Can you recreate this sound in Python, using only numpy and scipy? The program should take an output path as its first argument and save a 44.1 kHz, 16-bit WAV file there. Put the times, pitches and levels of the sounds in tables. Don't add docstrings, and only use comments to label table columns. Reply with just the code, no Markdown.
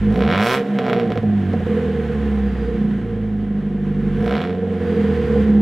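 import sys
import numpy as np
from scipy import signal
from scipy.fft import rfft, irfft
from scipy.io import wavfile
from scipy.ndimage import uniform_filter1d

SR = 44100
rng = np.random.default_rng(int(sys.argv[2]) if len(sys.argv) > 2 else 0)


def unload_audio(sound):
    columns = np.transpose(np.atleast_2d(sound))
    steps = np.round(np.clip(columns, -1, 1) * 32767)
    wavfile.write(sys.argv[1], SR, steps.astype(np.int16))


N = 247401
TIME = np.arange(N) / SR

# t/s, f/Hz
FIRING_RATE = [(0.0, 50.9), (0.11, 53), (0.24, 70), (0.5, 125.5), (0.58, 134.5), (0.7, 136.5), (0.88, 124),
               (1.08, 113), (1.62, 88.4), (2.13, 72.6), (2.4, 68), (3.16, 53.4), (3.6, 50.2), (4.16, 49.2),
               (4.26, 56.9), (4.42, 85.4), (4.5, 92), (4.7, 91.5), (4.97, 84.3), (5.39, 70.3), (5.61, 69.4)]
# opens t/s, closes t/s, time to fade by 60 dB/s, opening (0-1)
THROTTLE_PRESSES = [(0.08, 0.548, 0.18, 0.93), (4.172, 4.37, 0.53, 0.8)]
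# strength/dB, lateness/ms, change of strength at idle/dB
CYLINDERS = [(6, -0.29, 0), (-0.5, 0.39, -1.5), (5.5, -0.14, -0.5), (-0.5, 0.39, -0.5)]
# t/s, dip in level/dB
MISFIRES = [(1.14, -6.5), (1.203, -23.5), (1.585, -3), (1.65, -13), (5.44, -4)]
# f/Hz, level/dB
STEREO_SPREAD = [(100, -10.5), (1000, -14), (2000, -13.5), (4000, -7.5), (8000, -4.5), (15000, -3)]
# f/Hz, level/dB
WHIRR_COLOUR = [(500, -24), (850, -0.5), (882, -10), (1020, -0.5), (1150, -6), (1430, -4), (1520, -2.5),
                (1760, -2), (2540, -12), (3160, -12.5), (4330, -24.5), (4830, -28), (5450, -30),
                (6870, -32.5), (15500, -45)]
# t/s, level/dB
WHIRR_LEVEL = [(0, -41.5), (0.8, -42), (1.25, -45.5), (1.75, -40), (2.7, -43.5), (3.35, -50), (3.78, -49.5),
               (4.35, -40.5), (4.58, -48), (4.92, -39.5), (5.42, -38.5), (5.61, -46)]
# starts t/s, fades from t/s, level/dB
BELT_SQUEALS = [(2.384, 2.68, -65), (4.753, 5.4, -64)]
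# f/Hz, level/dB
HISS_COLOUR = [(1000, -21), (3500, 1.5), (5600, 3.5), (6600, -4.5), (12000, -7), (13200, -8.5),
               (15500, -12)]
# t/s, level/dB
THROB_LEVEL = [(0.1, -22), (0.38, -27.5), (0.66, -36.5), (1.14, -29.5), (1.25, -25), (2.05, -27.5),
               (2.42, -23), (2.92, -28.5), (3.11, -25), (3.65, -34), (4.26, -25), (4.38, -34.5),
               (5.15, -23), (5.61, -27)]
# f/Hz, level/dB
SHOCK_COLOUR = [(100, -16.5), (400, 4.5), (740, -0.5), (860, -5), (1030, 3.5), (1200, 0), (1650, 2),
                (2700, -7), (3450, -7.5), (4500, -21), (5560, -25), (6400, -37.5), (15500, -46)]
# t/s, crack level/dB, kick to the tailpipe/dB
POPS = [(0.3136, -8.5, -2), (0.3383, -17, -6), (0.378, -4, -3), (0.7882, -7, 10), (0.8507, -20, -10),
        (0.866, -11, 0), (0.8824, -12.5, 1), (0.8984, -8.5, -6.5), (0.9313, -6, -11), (0.9986, -10.5, -4),
        (1.104, -17.5, 9), (1.1206, -12, 2), (1.1571, -21.5, 6.5), (1.1756, -12.5, 6), (1.229, -32.5, 5),
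        (1.5345, -25, 9), (1.603, -43, 5.5), (1.665, -27, 2.5), (4.3117, -18, 1), (4.3669, -12, -11.5),
        (4.417, -12, -5.5), (5.355, -32, 4.5)]
# f/Hz, width/Hz, level/dB
SILENCER_MODES = [(146.8, 8.1, -4), (207.15, 11.3, 7), (288, 3.1, -10.5), (343.6, 12, -9),
                  (391.8, 4.7, -12)]
# f/Hz, width/Hz, level/dB
TAILPIPE_MODES = [(444.5, 42.3, 1.5), (468.9, 37.8, 7.5), (505, 120, -14)]
# f/Hz, width/Hz, level/dB
OVERTONE_MODES = [(604, 39, -10), (720.7, 22.6, -1), (746.7, 41, -6.5)]
# t/s, level/dB
BOOM_LEVEL = [(0, -19), (0.2, -15.5), (0.4, -20.5), (0.53, -28.5), (0.6, -22.5), (1.12, -19.5), (1.3, -19),
              (1.65, -19.5), (2.14, -23), (2.22, -21), (2.5, -22), (2.68, -24.5), (2.82, -18), (3.1, -24),
              (4.22, -19), (4.4, -23.5), (4.8, -23), (5.02, -18), (5.2, -21), (5.6, -12)]
# t/s, level/dB
BARK_LEVEL = [(0.05, -34), (0.2, -19.5), (0.38, -32.5), (0.6, -18.5), (0.71, -36.5), (0.79, -30.5),
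              (0.98, -18), (1.35, -48), (1.65, -27), (1.75, -21.5), (2.53, -35), (2.7, -23.5), (2.9, -42),
              (3.13, -30), (3.35, -41.5), (4.13, -34), (4.22, -24.5), (4.78, -27), (4.92, -22.5),
              (5.28, -22.5), (5.36, -18.5), (5.48, -28.5)]
# starts t/s, fades from t/s, time to fade by 60 dB/s
AFTERFIRE = (0.744, 0.95, 0.73)


def undb(db):
    return np.exp(np.asarray(db) * np.log(10) / 20)


def curve(table, at=TIME):
    return np.interp(at, *np.transpose(table))


def unit(x):
    return x / np.sqrt(np.mean(x ** 2))


def even_out(x, swell=0, size=3000):
    quick, slow = (uniform_filter1d(uniform_filter1d(x ** 2, n), n // 2) + 1e-12
                   for n in (size, size * 10))
    return x / np.sqrt(quick ** (1 - swell) * slow ** swell)


def ring(x, response):
    return signal.fftconvolve(x, response)[:len(x)]


def colour(points, size=1024):
    hz, db = np.transpose(points)
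    grid_hz = np.maximum(np.fft.rfftfreq(size, 1 / SR), 1)
    gains = undb(np.interp(np.log(grid_hz), np.log(hz), db))
    cepstrum = irfft(np.log(gains))
    cepstrum[1:size // 2] *= 2
    cepstrum[size // 2 + 1:] = 0
    return irfft(np.exp(rfft(cepstrum)))


def band(x, low_hz, high_hz, order=3):
    return signal.sosfilt(signal.butter(order, [low_hz, high_hz], "band", fs=SR, output="sos"), x)


def pipe(x, modes):
    return sum((-1) ** k * undb(db) * signal.lfilter(*signal.iirpeak(hz, hz / width, SR), x)
               for k, (hz, width, db) in enumerate(modes))


def pulses(times, sizes, reach=8):
    at = np.asarray(times)[:, None] * SR
    taps = np.floor(at).astype(int) + np.arange(1 - reach, reach + 1)
    shapes = np.sinc(taps - at) * np.sinc((taps - at) / reach)
    return np.bincount(np.clip(taps, 0, N - 1).ravel(), (shapes * sizes[:, None]).ravel(), N)


def wander(rate_hz):
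    step = int(SR / rate_hz)
    stairs = np.repeat(rng.standard_normal(N // step + 1), step)
    return unit(uniform_filter1d(stairs, step)[:N])


def envelope(start, stop, t60, rise_s=0.099):
    fallen_db = np.clip(60 * (TIME - stop) / t60, 0, 200)
    return np.clip((TIME - start) / rise_s, 0, 1) * undb(-fallen_db)


def around(at, half_s):
    return np.exp(-np.minimum(((TIME - at) / half_s) ** 2, 30))


def throttle():
    return sum(opening * envelope(start, stop, t60) for start, stop, t60, opening in THROTTLE_PRESSES)


def roughness(steady_db=2.88, throttle_db=0.1, misfire_db=2.5):
    unsettled = sum(around(at, half_s=0.07) for at, _ in MISFIRES)
    return steady_db + throttle_db * throttle() + misfire_db * unsettled


def diffuse(size):
    mid, side = rng.standard_normal((2, size))
    side = ring(side, colour(STEREO_SPREAD))
    return np.array([mid + side, mid - side])


def garage(x, early_db, early_t60, late_db, late_t60):
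    t = TIME[:SR // 2]
    early = undb(early_db) * unit(undb(-60 * t / early_t60) * (t > .0006))
    late = undb(late_db) * unit(undb(-60 * t / late_t60) * (t > .012))
    echoes = diffuse(len(t)) * np.hypot(early, late) / np.sqrt(len(t))
    return x + np.array([ring(x, side) for side in echoes])


def belt_squeal():
    slipping = sum(undb(db) * envelope(start, stop, t60=.7) for start, stop, db in BELT_SQUEALS)
    return unit(band(diffuse(N), 4660, 4860, order=2)) * slipping


def pulley_whine(phase, cycles_per_firing=11.55, resonance_hz=787, width_hz=24, level_db=-45):
    pitch_hz = cycles_per_firing * curve(FIRING_RATE)
    nearness = 1 / (1 + ((pitch_hz - resonance_hz) / width_hz) ** 2)
    waver_db = 5 * wander(25)
    return unit(np.sin(2 * np.pi * cycles_per_firing * phase)) * nearness * undb(level_db + waver_db)


def engine_whirr(phase, tick=0.17):
    whirr = np.array([ring(side, colour(WHIRR_COLOUR)) for side in diffuse(N)])
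    beat = 1 + tick * np.exp(-(phase % 1) / 0.31)
    flutter_db = .6 * wander(35)
    return unit(whirr * beat) * undb(curve(WHIRR_LEVEL) + 2.5 + flutter_db)


def gas_hiss(phase, intake_db=-51, intake_below_hz=67, jet_db=-34.5, jet_above_hz=110.4):
    hiss = np.array([ring(side, colour(HISS_COLOUR)) for side in diffuse(N)])
    gush = 1 + 2.9 * np.exp(-(phase % 1) / 0.18)
    intake = undb(intake_db) / (1 + (curve(FIRING_RATE) / intake_below_hz) ** 12)
    jet = undb(jet_db) / (1 + (jet_above_hz / curve(FIRING_RATE)) ** 24)
    return unit(hiss * gush) * throttle() * (intake + jet)


def throb(phase, lowest_note_hz=108, width_hz=7, octave_db=2):
    octave = undb(octave_db) / (1 + ((2 * curve(FIRING_RATE) - lowest_note_hz) / width_hz) ** 2)
    tone = np.sin(2 * np.pi * phase) + octave * np.sin(4 * np.pi * phase)
    tone /= np.sqrt((1 + octave ** 2) / 2)
    wobble = undb(.5 * roughness() * np.tanh(wander(37)))
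    rumble = undb(-23) * roughness() * unit(band(rng.standard_normal(N), 50, 140))
    return (tone * wobble + rumble) * undb(curve(THROB_LEVEL))


def lumpiness(steady=0.36, coasting=0.71, coasting_octaves_per_s=0.43):
    climb = np.gradient(np.log2(curve(FIRING_RATE)), TIME)
    sinking = uniform_filter1d(np.maximum(-climb, 0), 6000)
    return steady + coasting * np.tanh(sinking / coasting_octaves_per_s)


def firings(phase, lazy_below_hz=56, lag_ms_per_db=1.02):
    count = np.arange(1, int(phase[-1]) + 1)
    times = np.interp(count, phase, TIME)
    chance = rng.standard_normal((len(count), 2))
    cylinder_db, cylinder_ms, idle_db = np.array(CYLINDERS)[count % len(CYLINDERS)].T
    lump = np.interp(times, TIME, lumpiness())
    rough_db = np.interp(times, TIME, roughness())
    lazy_db = idle_db / (1 + (curve(FIRING_RATE, times) / lazy_below_hz) ** 8)
    late_ms = lump * cylinder_ms - lag_ms_per_db * lazy_db + 0.07 * rough_db * chance[:, 0]
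    strength = undb(lump * cylinder_db + lazy_db + rough_db * np.tanh(chance[:, 1]))
    return times, times + late_ms / 1000, strength


def cracks(times, rasp_db=-3.5, full_rasp_hz=110, crackle_db=-17.5, scatter_db=4.5, jitter_s=.00014):
    chance = np.tanh(rng.standard_normal((len(times), 2)))
    slow_db = 13 * np.log2(np.minimum(curve(FIRING_RATE) / full_rasp_hz, 1))
    rasp = throttle() * undb(rasp_db + slow_db)
    crackle = envelope(*AFTERFIRE) * undb(crackle_db)
    sizes = np.interp(times, TIME, rasp + crackle) * undb(scatter_db * chance[:, 0])
    pop_s, pop_db, _ = np.transpose(POPS)
    pops = pulses(pop_s, undb(pop_db))
    clicks = pulses(times + jitter_s * chance[:, 1], sizes) + pops
    shape = colour(SHOCK_COLOUR)
    front = -shape[::-1] / np.abs(shape).max()
    snap = undb(-19) * band(pops, 4300, 14000)
    return signal.fftconvolve(clicks, front)[np.argmin(front):][:N] + snap


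def pop_ring(kick_db=21):
    pop_s, _, pop_kick_db = np.transpose(POPS)
    kicks = pulses(pop_s, undb(kick_db + pop_kick_db))
    return pipe(kicks, TAILPIPE_MODES) + undb(-1.5) * pipe(kicks, OVERTONE_MODES)


def blare_gain(idle_hz=50, idle_db=-47, db_per_octave=8.5, throttle_db=-32, afterfire_db=-30):
    from_speed = undb(idle_db + db_per_octave * np.log2(curve(FIRING_RATE) / idle_hz))
    return from_speed + undb(throttle_db) * throttle() + undb(afterfire_db) * envelope(*AFTERFIRE)


def exhaust(phase, arrivals, strength):
    swirl = unit(np.exp(-(phase % 1) / .5) * rng.standard_normal(N))
    flow = even_out(pulses(arrivals, strength)) + undb(-20) * roughness() * swirl
    silencer = band(pipe(flow, SILENCER_MODES), 110, 474)
    tailpipe = band(pipe(flow + undb(-17.5) * swirl, TAILPIPE_MODES), 387, 493)
    overtones = band(pipe(flow + undb(-4.5) * swirl, OVERTONE_MODES), 586, 900)
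    boom = even_out(silencer, swell=.6) * undb(curve(BOOM_LEVEL))
    bark = even_out(tailpipe, swell=.99) * undb(curve(BARK_LEVEL))
    blare = even_out(overtones) * blare_gain()
    holes_db = sum(db * around(at, half_s=0.014) for at, db in MISFIRES)
    return (boom + bark + blare) * undb(holes_db)


def scene(right_db=1.88):
    phase = .5 + np.cumsum(curve(FIRING_RATE)) / SR
    times, arrivals, strength = firings(phase)
    note = exhaust(phase, arrivals, strength) + pop_ring() + throb(phase) + pulley_whine(phase)
    note = garage(note, early_db=-20, early_t60=.05, late_db=-16, late_t60=.45)
    rasp = garage(cracks(times), early_db=-5, early_t60=.095, late_db=-15.5, late_t60=.4)
    background = engine_whirr(phase) + belt_squeal() + gas_hiss(phase)
    balance = undb(np.array([[-right_db], [right_db]]) / 2)
    return (background + note + rasp) * balance


def record(dry, ceiling=.85, top_hz=15750):
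    rounded = dry / (1 + (dry / ceiling) ** 8) ** (1 / 8)
    return signal.sosfilt(signal.ellip(10, .1, 80, top_hz, fs=SR, output="sos"), rounded)


dry = scene()
out = record(dry)
unload_audio(out)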